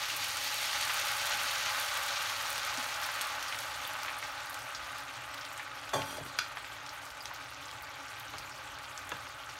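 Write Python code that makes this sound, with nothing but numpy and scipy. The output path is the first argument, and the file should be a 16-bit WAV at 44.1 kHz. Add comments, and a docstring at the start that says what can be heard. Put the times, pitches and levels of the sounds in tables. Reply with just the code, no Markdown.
"""In a small kitchen, over a softly rumbling stove, a little water is poured on vegetables in a hot wok.
It boils, crackles and spits on the metal, then slowly calms down; the plastic measuring cup glugs once.
At about 6 s the cup is put down on the worktop with a thud that sets the wok ringing. It rocks and slips,
then its handle clacks. Near the end a wooden spatula pushes through the vegetables and knocks the pan."""
import sys
import numpy as np
from scipy import signal
from scipy.fft import rfft, irfft
from scipy.io import wavfile

SR = 44100
rng = np.random.default_rng(int(sys.argv[2]) if len(sys.argv) > 2 else 0)


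def store_wav(level_fs):
    """Save 16-bit WAV to argv[1]."""
    pcm = np.round(np.clip(np.atleast_2d(level_fs), -1, 1) * 32767)
    wavfile.write(sys.argv[1], SR, pcm.T.astype(np.int16))


N = 422919
TIME_S = np.arange(N) / SR


def from_db(db):
    """Turn decibels into a number to multiply a sound by."""
    return 10 ** (np.asarray(db) / 20)


def rms_one(x):
    """Scale a signal so that its average strength (rms) is 1."""
    return x / np.sqrt(np.mean(x ** 2) + 1e-20)


def add(track, start_s, sound):
    """Mix a sound into the track at a given time."""
    at = int(np.clip(round(start_s * SR), 0, N - 1))
    track[at:at + len(sound)] += sound[:N - at]


def through(x, response):
    """Give every sample of x the same response, such as a tone colour or an echo."""
    return signal.oaconvolve(x, response)[:len(x)]


def filtered(x, edge_hz, kind, order=2):
    """Keep the "low" part of a sound, the "high" part, or a "band" between two edges."""
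    return signal.sosfilt(signal.butter(order, edge_hz, kind, fs=SR, output="sos"), x)


def colour(spectrum, peaks=(), size=4096):
    """The response to one click that has the given tone curve, with peaks and dips on top; energy 1."""
    hz = np.maximum(np.arange(size // 2 + 1) * SR / size, 1)
    points = np.array(spectrum)
    db = np.interp(np.log(hz), np.log(points[:, 0]), points[:, 1])
    for centre, width, height in peaks:
        db = db + height / (1 + (2 * (hz - centre) / width) ** 2)
    # move the energy as early as it can go (minimum phase), so clicks stay sharp
    cepstrum = irfft(np.log(from_db(db)))
    cepstrum[1:size // 2] *= 2
    cepstrum[size // 2 + 1:] = 0
    response = irfft(np.exp(rfft(cepstrum)))
    return response / np.linalg.norm(response)


def drift(rate_hz):
    """A smooth random wobble, about 1 in size; a higher rate wobbles faster."""
    r = np.exp(-80 * np.pi * rate_hz / SR)
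    slow = signal.lfilter([1], [1, -2 * r, r * r], rng.standard_normal(N // 40 + 2002))[2000:]
    return np.interp(np.arange(N) / 40, np.arange(len(slow)), rms_one(slow))


def ring(clicks, hz, fade_s):
    """Each click starts a pure tone. Here and below, fade_s is the time to die away by 60 dB."""
    r, turn = from_db(-60 / (fade_s * SR)), 2 * np.pi * hz / SR
    return signal.lfilter([0, np.sin(turn)], [1, -2 * r * np.cos(turn), r * r], clicks + 1e-18)


def struck(notes, detune=0.003):
    """A hit object rings with all its notes; their strength and pitch differ a little at every blow."""
    click, out = signal.unit_impulse(SR), np.zeros(SR)
    for k, (hz, db, fade_s) in enumerate(notes):
        level_luck, pitch_luck = rng.standard_normal(2)
        out += (-1) ** k * from_db(db + level_luck) * ring(click, hz * (1 + detune * pitch_luck), fade_s)
    return out


def dying_noise(fade_s, size=SR):
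    """Many tiny echoes that blur together and die away; energy 1."""
    tail = rng.standard_normal(size) * from_db(-60 * np.arange(size) / SR / fade_s)
    return tail / np.linalg.norm(tail)


def random_clicks(per_s, spread_db, largest):
    """Many small clicks and a few large ones, up to `largest` steps of spread_db louder."""
    sizes = from_db(spread_db * np.minimum(rng.exponential(1, N), largest)) * rng.choice([-1, 1], N)
    return rms_one(sizes * (rng.random(N) < per_s / SR))


def chance_times(per_s):
    """Sample positions of events that come at random."""
    return np.flatnonzero(rng.random(N) < per_s / SR)


def pick_between(low, high):
    """A random value; every doubling in the range is equally likely."""
    return low * (high / low) ** rng.random()


def push(peak_s, rise_s, fall_s):
    """A force that grows from 0 to 1 and eases off again."""
    return np.interp(TIME_S, [peak_s - rise_s, peak_s, peak_s + fall_s], [0, 1, 0])


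# tone of the stove: pitch_hz, relative_db
STOVE_TONE = [(20, -13), (40, -11), (61, 4.5), (77, -3.5), (98, 2.5), (125, 3), (165, -13), (205, -30),
              (278, 1.5), (345, -12), (390, -8), (460, -10.5), (900, -4.5), (3000, -53.5)]


def stove():
    """The stove rumbles: soft, steady, low noise."""
    return from_db(-57.5) * rms_one(through(rng.standard_normal(N), colour(STOVE_TONE, size=8192)))


# the boil comes up as water gathers in the pan, then sinks to a simmer: time_s, level_db
BOIL_LEVEL = [(0, -43), (.5, -42.5), (1.0, -39.5), (1.7, -39.5), (2.5, -40), (3.4, -41), (4.2, -42.5),
              (5.1, -44), (5.9, -45), (7.0, -46.2), (9.59, -46.5)]
# tone of the boil: pitch_hz, relative_db
BOIL_TONE = [(200, -41), (430, -33), (530, -7), (720, -7), (970, -4.5), (1150, -1.5), (1500, -0.5),
             (1670, -5.5), (2400, -10), (3500, -16), (7000, -39)]
# pitches that the wok's bowl and the air in it boost or weaken: pitch_hz, width_hz, boost_db
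BOWL_PEAKS = [(445, 40, -5), (592, 75, 4), (700, 60, -4), (845, 82, 8.8), (968, 50, -5), (1160, 40, 2),
              (1235, 50, 4), (1568, 52, 4.5), (1630, 50, -3), (1912, 75, 3.5), (2172, 60, 2),
              (2390, 120, 2), (4720, 200, 2), (4980, 200, -3), (7600, 500, -1.5), (8350, 400, 2.5)]


def boiling(cycles=8.2, pitch_count=24):
    """Bubbles burst between the vegetables and ring a few cycles each, coloured by the bowl."""
    level_db = np.interp(TIME_S, *np.transpose(BOIL_LEVEL))
    per_s = 3500 * from_db(level_db - level_db.max() + 2 * drift(8))
    bursts = random_clicks(per_s, spread_db=2.5, largest=5.4)
    pitch_choice = rng.integers(0, pitch_count, N)
    bubbles = np.zeros(N)
    for k, hz in enumerate(np.geomspace(480, 4200, pitch_count)):
        bubbles += ring(bursts * (pitch_choice == k), hz, cycles / hz) * hz ** 1.5
    seethe = rms_one(bubbles) + from_db(2.5) * rng.standard_normal(N)
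    return from_db(level_db) * rms_one(through(seethe, colour(BOIL_TONE, BOWL_PEAKS)))


# how hard the water fries, dying down as the pan cools; the next five sounds follow it: time_s, vigour_db
VIGOUR_CURVE = [(0.0, -1.5), (0.7, 0), (1.7, -0.5), (2.2, -2), (3.1, -4), (4.1, -8.5), (5.1, -11.5),
                (5.9, -13.5), (7.0, -14), (9.59, -14)]
# tone of the frying: pitch_hz, relative_db
FRY_TONE = [(200, -42), (450, -32), (900, -9), (1800, 1), (2800, 3), (4500, 2), (4900, -1), (5500, -0.5),
            (6800, -2.5), (7600, -9.5), (9500, -27), (16000, -35)]


def frying():
    """Tiny drops flash to steam on the metal: sharp clicks that thin out as the pan cools, over a hiss."""
    vigour_db = vigour()
    per_s = 7000 * from_db(1.1 * (vigour_db - vigour_db.max()))
    crackle = random_clicks(per_s, spread_db=3.4, largest=4.4) + from_db(-1) * rng.standard_normal(N)
    level_db = -39.44 + vigour_db + 1.47 * drift(31)
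    return from_db(level_db) * rms_one(through(crackle, colour(FRY_TONE, BOWL_PEAKS)))


def vigour():
    """How hard the water fries at every sample, in dB; 0 is the hardest."""
    return np.interp(TIME_S, *np.transpose(VIGOUR_CURVE))


def fizzles(clicks, fade_s):
    """Each click becomes a tiny burst of hiss."""
    r = from_db(-120 / (fade_s * SR))
    energy = signal.lfilter([1], [1, -r], clicks ** 2 + 1e-18)
    return rms_one(np.sqrt(energy) * rng.standard_normal(N))


# tone of the spray: pitch_hz, relative_db
SPRAY_TONE = [(2000, -51), (5000, -7), (7600, -1), (8500, 3.5), (11500, 3), (12800, 0), (14000, -2.7),
              (16000, -3.7)]


def spray():
    """The finest droplets crackle very high, over a mist that sputters more unevenly as it thins."""
    level_db = -45 + 1.34 * vigour()  # the finest sounds die away fastest
    thinning_db = level_db.max() - level_db
    per_s = 260 * from_db(-0.6 * thinning_db + 4 * drift(14))
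    ticks = fizzles(random_clicks(per_s, spread_db=5, largest=3.8), fade_s=0.008)
    sputter_db = 1.1 + 0.07 * thinning_db
    edges_hz = np.geomspace(5000, 16000, 7)
    shared_wobble, mist = drift(70), np.zeros(N)
    for low, high in zip(edges_hz, edges_hz[1:]):
        hiss = filtered(rng.standard_normal(N), [low, high], "band")
        mist += hiss * from_db(sputter_db * (shared_wobble + drift(35)))
    droplets = ticks + from_db(2) * rms_one(mist)
    waver_db = 0.7 * sputter_db * drift(8)
    return from_db(level_db + waver_db) * rms_one(through(droplets, colour(SPRAY_TONE)))


def snapping_bubbles(low_hz=2230, high_hz=12000, cycles=19.3, echo_db=9.5, echo_fade_s=0.073, size=2048):
    """Single small bubbles snap out of the sizzle, each with its own pitch and brief echo in the bowl."""
    out = np.zeros(N)
    fade = from_db(-60 * np.arange(size) / SR / echo_fade_s)
    for at in chance_times(per_s=130):
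        hz = pick_between(low_hz, high_hz)
        snap = from_db(echo_db) * rng.standard_normal(size) * fade / np.linalg.norm(fade)
        snap[0] = 1  # the click itself, ahead of its echo
        db = -1.5 * np.log2(hz / low_hz) + 0.99 * rng.standard_normal()
        add(out, at / SR, from_db(db) * ring(snap, hz, cycles / hz))
    return from_db(-49 + 0.45 * vigour()) * rms_one(out)


def steam_jets(low_hz=2600, high_hz=13500, half_width_octaves=0.077):
    """Steam squirts from under the vegetables: narrow hisses, each with its own pitch and length."""
    out, vigour_db = np.zeros(N), vigour()
    t = np.arange(SR // 10) / SR
    for at in chance_times(per_s=12):
        swell_s = pick_between(0.005, 0.013)
        swell = np.exp(-0.5 * ((t - t.mean()) / swell_s) ** 2)
        hz = pick_between(low_hz, high_hz)
        db = -44 + 0.77 * vigour_db[at] - 4 * np.log2(hz / low_hz)  # lower jets are louder
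        band_hz = [hz * 2 ** -half_width_octaves, hz * 2 ** half_width_octaves]
        hiss = rms_one(filtered(rng.standard_normal(len(t)), band_hz, "band"))
        add(out, at / SR, from_db(db) * hiss * swell)
    return out


def drop(hz, spread_octaves, fade_s):
    """One drop bursts with a snap and a short spit, which bounce round the bowl."""
    grid_hz = np.geomspace(200, 20000, 30)
    # a hump of energy around the drop's pitch; small drops are higher
    distance = np.log2(grid_hz / hz) / (1.6 * spread_octaves)
    hump_db = -40 * np.log10(1 + distance ** 2) - 10 * np.log10(grid_hz / hz)
    echo_db = 1.5 - 2.5 * np.log2(max(hz / 3000, 1))  # high drops echo less
    burst = dying_noise(fade_s, SR // 10) + from_db(echo_db) * dying_noise(0.1, SR // 10)
    burst[0] = from_db(-2.5)  # the snap
    pop = through(burst, colour(np.column_stack([grid_hz, hump_db]), size=1024))
    return np.sqrt(0.005 * SR) * pop / np.linalg.norm(pop)  # as much energy as 5 ms at strength 1


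# the largest drops on the hot metal: start_s, level_db, pitch_hz, spread_octaves, fade_s
BIG_DROPS = [(0.37, -35, 6400, 1.1, .006), (0.8958, -29.5, 1870, 0.57, .012),
             (1.799, -36, 11000, 0.28, .008), (2.0635, -41, 11000, .5, .008),
             (2.2973, -36, 3200, 1.1, .004), (2.503, -37, 10500, 0.48, .008),
             (2.580, -34, 5000, 1.5, 0.0073), (2.633, -41, 3500, 0.53, .005), (2.774, -36, 5000, .7, .008),
             (3.089, -33, 1500, 0.46, .012), (3.2115, -31.5, 3900, 1.1, 0.005),
             (3.216, -34, 9800, 0.45, .005), (3.427, -36.5, 4500, 1.1, .02),
             (3.4816, -41.5, 5800, .4, .006), (3.5252, -31.5, 2500, 0.86, .025),
             (3.546, -34.5, 1700, 0.83, .008), (3.589, -38.5, 6600, 1.2, .007),
             (3.6038, -43, 12500, .4, .005), (3.851, -38, 3480, .25, .008), (3.8755, -41, 13000, .35, .012),
             (3.960, -39, 1600, 0.67, .006), (4.033, -39, 8500, 1.7, .006), (4.082, -34, 2400, 0.6, 0.0069),
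             (4.188, -45, 10600, 0.26, .005), (4.2271, -33.5, 2040, 0.7, .007),
             (4.2399, -40, 3500, 1, .006), (4.4965, -47, 11500, 0.65, .005),
             (4.501, -44, 12000, 0.36, .008), (4.5297, -49, 11500, .45, .005),
             (4.544, -41, 9000, 1.1, .005), (4.7492, -36.5, 4700, 0.36, 0.0052),
             (4.9203, -50, 9500, .3, .005), (5.037, -54, 9500, .3, .006), (5.156, -49, 5500, .6, .005),
             (5.343, -45, 6500, 1.4, 0.017), (5.4117, -44, 5430, .3, .007), (5.451, -42, 3700, 0.56, .006),
             (5.5294, -48, 12500, 0.38, .005), (5.5776, -46, 8700, .25, .005),
             (5.596, -35, 1900, 0.54, 0.014), (5.893, -41, 3500, 1.2, 0.013),
             (6.0196, -35.5, 3000, 0.93, .005), (6.263, -42, 1700, 1.2, 0.013),
             (6.571, -34.5, 1740, 0.97, 0.011), (6.6454, -42, 2400, 0.88, 0.0068),
             (6.8636, -43.5, 4500, 0.77, .01), (6.892, -42, 4900, .35, .02), (7.054, -49.5, 7000, 1, .006),
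             (7.104, -45.5, 4500, 1.1, .005), (7.2045, -42.5, 4800, 0.099, .008),
             (7.2256, -52, 14800, .12, .005), (7.2562, -37, 4240, 0.8, .005),
             (7.313, -38, 1400, 0.71, .012), (7.3395, -49, 14000, .25, .005),
             (7.361, -45, 4000, 0.97, .005), (7.5456, -48, 5460, .35, .005), (7.6576, -50, 6300, .4, .006),
             (7.683, -48, 5000, .35, .006), (7.7135, -46, 5000, 1.3, .005), (7.8238, -48, 13000, .4, .005),
             (8.0834, -48, 5300, 0.44, .005), (8.198, -45.5, 11000, 0.65, .005),
             (8.3834, -40, 5400, 0.61, 0.0046), (8.4957, -52, 8300, .4, .005),
             (8.7875, -52, 9000, .4, .005), (8.977, -40, 5600, 0.38, 0.0055),
             (9.093, -43.5, 9000, .65, .004)]


def popping_drops():
    """Large drops spit loudly; smaller ones come at random and weaken as the pan cools."""
    out, vigour_db = np.zeros(N), vigour()
    for start_s, db, hz, spread_octaves, fade_s in BIG_DROPS:
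        add(out, start_s, from_db(db) * drop(hz, spread_octaves, fade_s))
    for at in chance_times(per_s=9):
        hz = pick_between(4000, 14000)
        db = -45 + 0.82 * vigour_db[at] + 2.6 * rng.standard_normal()
        add(out, at / SR, from_db(db) * drop(hz, spread_octaves=0.36, fade_s=0.0039))
    return out


def gulp(start_s=2.777, start_hz=291, fade_s=0.071):
    """A gulp of air as the water leaves the cup: one soft, low glug that sags in pitch."""
    out, t = np.zeros(N), np.arange(SR // 4) / SR
    hz = start_hz * (0.71 + 0.29 * np.exp(-t / 0.026))
    loudness = from_db(-29 - 60 * t / fade_s) * (1 - np.exp(-t / 0.012))
    add(out, start_s, loudness * np.sin(2 * np.pi * np.cumsum(hz) / SR))
    return out


# tone of the worktop's thud: pitch_hz, relative_db
WORKTOP_TONE = [(40, -43), (120, 5.5), (200, -3), (360, -0.5), (500, 1.5), (650, 7.5), (900, 5.5),
                (1600, 5.5), (2300, 0), (3500, -4), (9000, 19), (16000, 23)]
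# hollow notes of the worktop panel and the gaps between them: pitch_hz, width_hz, boost_db
PANEL_PEAKS = [(195, 50, -9), (483, 110, 6), (675, 100, 2), (880, 80, 5), (990, 70, -2), (1120, 80, 7),
               (1410, 200, 3), (1640, 63, 10), (1930, 110, 2)]
# the notes the wok rings with: pitch_hz, relative_db, fade_s
WOK_NOTES = [(113, -9, 0.45), (138, -5, 0.31), (278.4, -9, 1), (397, -4, 0.19), (559, -4, 0.5),
             (690, -6, 0.23), (872, 5, 0.48), (1095, 2, 0.46), (1140, 2, 0.35), (1525, -5, 0.96),
             (1630, -2, 0.22), (1900, -11, 0.5), (2400, -3, .28), (3200, -2, 0.18), (3425, 3.5, 0.16),
             (3530, 0, 0.18), (4220, -6, .24), (4580, -2, 0.23), (4640, -2, .2), (5846, 1, 0.16),
             (5880, -3, 0.2), (6400, -1, .14), (6570, -6, 0.2), (7500, -5, 0.17), (8150, -7, .15),
             (9318, -8, 0.22)]


def dull_blow(cutoff_hz, ring_db, boom_delay_s=0.0139):
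    """The worktop thuds, the wok on the stove rings along, and the cabinet below booms late and low."""
    thud = through(dying_noise(fade_s=0.067), colour(WORKTOP_TONE, PANEL_PEAKS))
    thud = filtered(thud, cutoff_hz, "low")
    boom = filtered(dying_noise(fade_s=0.22), [85, 150], "band")
    boom = np.pad(boom, (int(boom_delay_s * SR), 0))[:SR]
    return (from_db(22) * thud / np.linalg.norm(thud)
            + from_db(ring_db - 15) * struck(WOK_NOTES)
            + from_db(11.5) * boom / np.linalg.norm(boom))


# the cup lands, then tips over: start_s, force_db, cutoff_hz, relative_ring_db, hollow_note_db
CUP_LANDINGS = [(5.9338, -26.5, 1800, -2, -31), (5.9414, -25, 1050, -4, -24), (6.125, -51, 750, -2, -43),
                (6.182, -48, 750, -4, -36), (6.207, -39, 150, -16, -55)]
# the notes of the cup's hollow: pitch_hz, relative_db, fade_s
HOLLOW_NOTES = [(462, -16, 0.084), (610, 0.5, 0.087), (688, -9, 0.11)]


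def cup_landings(contacts=4, gap_s=0.023, loss_db=5):
    """The cup lands with a hollow note and rocks to rest, each contact weaker and duller than the last."""
    out = np.zeros(N)
    for start_s, force_db, cutoff_hz, ring_db, hollow_db in CUP_LANDINGS:
        add(out, start_s, from_db(hollow_db) * struck(HOLLOW_NOTES))
        for k in range(contacts):
            contact = dull_blow(cutoff_hz * 0.8 ** k, ring_db if k == 0 else ring_db - 8)
            add(out, start_s + k * gap_s, from_db(force_db - k * loss_db) * contact)
    return out


# the cup's slips on the worktop: peak_s, level_db, rise_s, fall_s
CUP_SLIPS = [(5.946, -42, 0.012, 0.075), (6.125, -46.5, 0.18, 0.12), (6.26, -50, .03, 0.068)]
# tone of the scrape: pitch_hz, relative_db
SCRAPE_TONE = [(1000, 2), (2500, -8), (4600, -8.5), (7000, -13), (9400, -6.5), (11000, -4.5), (16000, -16)]
# what rings as the cup slips: pitch_hz, width_hz, boost_db
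SCRAPE_PEAKS = [(2500, 120, 7), (3200, 78, 18), (3360, 87, 17), (3550, 110, 7.1), (4220, 80, 12),
                (4770, 98, 18), (5800, 100, 19), (6600, 130, 9), (7560, 130, 10), (8150, 150, 8),
                (8860, 150, 6), (9350, 150, 9)]


def cup_slips():
    """The cup slips over the worktop in a quick run of tiny catches that make it ring roughly."""
    force = sum(from_db(db) * push(peak_s, rise_s, fall_s) for peak_s, db, rise_s, fall_s in CUP_SLIPS)
    chatter = from_db(2.5 * drift(80))
    catches = random_clicks(per_s=2500, spread_db=1, largest=3)
    return through(force * chatter * catches, colour(SCRAPE_TONE, SCRAPE_PEAKS))


# the handle hits the worktop: start_s, level_db
HANDLE_HITS = [(6.3874, -25), (6.3886, -21), (6.3918, -21.5)]
# the short notes of the plastic: pitch_hz, relative_db, fade_s
PLASTIC_NOTES = [(1427, -1, 0.053), (2380, -5, 0.025), (2760, -9, 0.014), (3440, -5.5, 0.0088),
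                 (4040, -7.5, 0.0091), (4800, -0.5, 0.0066), (5900, -9, 0.01), (6700, -10, 0.0059),
                 (8600, -19, 0.014), (9800, -13, 0.0081), (11800, -18, .007), (13800, -20, .006)]


def handle_clacks():
    """The cup's handle drops on the worktop, and each hard contact makes the plastic ring briefly."""
    out = np.zeros(N)
    for start_s, db in HANDLE_HITS:
        add(out, start_s, from_db(db) * struck(PLASTIC_NOTES))
    return out


# the spatula pushes through the vegetables: peak_s, force_db
SPATULA_STROKES = [(7.7, -4), (8.38, 0), (8.72, -2.5), (9.1, -3)]
# tone of the pan being rubbed and rocked: pitch_hz, relative_db
RUMBLE_TONE = [(25, -24), (60, 2), (90, 3), (115, 0), (200, -17), (300, -9), (700, -18), (2000, -20),
               (8000, -32)]


def stirring():
    """Wood and vegetables shuffle over the pan and rock it on the stove: a lumpy, low rumble."""
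    force = sum(from_db(db) * push(peak_s, rise_s=0.19, fall_s=0.23) for peak_s, db in SPATULA_STROKES)
    bumps = random_clicks(per_s=370, spread_db=4.5, largest=3.4)
    return from_db(-56.5) * force * rms_one(through(bumps, colour(RUMBLE_TONE)))


# the spatula meets the pan: start_s, knock_db, thud_db
SPATULA_HITS = [(7.729, -46, -47), (8.338, -40, -41), (9.1179, -30, -41), (9.1209, -34.5, -38.5),
                (9.269, -40, -58)]
# the notes of the wooden knock: pitch_hz, relative_db, fade_s
WOOD_NOTES = [(290, -17, 0.091), (600, -11, 0.012), (980, -6, 0.037), (1173, 0.5, 0.035), (1410, -5, 0.025),
              (1690, -5, 0.028), (2140, -8, 0.028), (2730, -11, 0.05), (3500, -3, 0.0093),
              (6500, -10, .008)]


def spatula_taps():
    """The wooden spatula knocks the pan and jolts it on the stove, which answers with a short rumble."""
    out = np.zeros(N)
    for start_s, knock_db, thud_db in SPATULA_HITS:
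        jolt = from_db(14) * through(dying_noise(fade_s=0.23), colour(RUMBLE_TONE))
        knock = from_db(knock_db) * struck(WOOD_NOTES)
        thud = from_db(thud_db) * (dull_blow(cutoff_hz=900, ring_db=-16) + jolt)
        add(out, start_s, knock + thud)
    return out


def kitchen_echo(x, fade_s=0.29, delay_s=0.005):
    """Sound bounces back from the walls, a little late and dull."""
    tail = filtered(dying_noise(fade_s), 7000, "low", order=1)
    return through(x, np.pad(tail, (int(delay_s * SR), 0)))


def scene():
    """The wok and the thuds sound close; the cup's clacks and slips are farther off, with more echo."""
    rumble = stove()
    far = handle_clacks() + cup_slips()
    near = gulp() + spatula_taps() + stirring() + cup_landings()
    near += boiling() + frying() + spray() + snapping_bubbles() + popping_drops() + steam_jets()
    echo = kitchen_echo(from_db(-11) * near + from_db(-3.5) * far)
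    return (near + far + rumble + echo)[None]


def record(dry):
    """The microphone loses the deepest bass and the very top; its opening makes a narrow treble dip."""
    opening = colour([(20, 0), (20000, 0.0051)], peaks=[(10420, 680, -5.5)], size=1024)
    heard = filtered(through(dry[0], opening), 40, "high")
    top_cut = signal.ellip(12, 0.1, 80, 15750, fs=SR, output="sos")
    return signal.sosfilt(top_cut, heard)[None]


dry = scene()
out = record(dry)
store_wav(out)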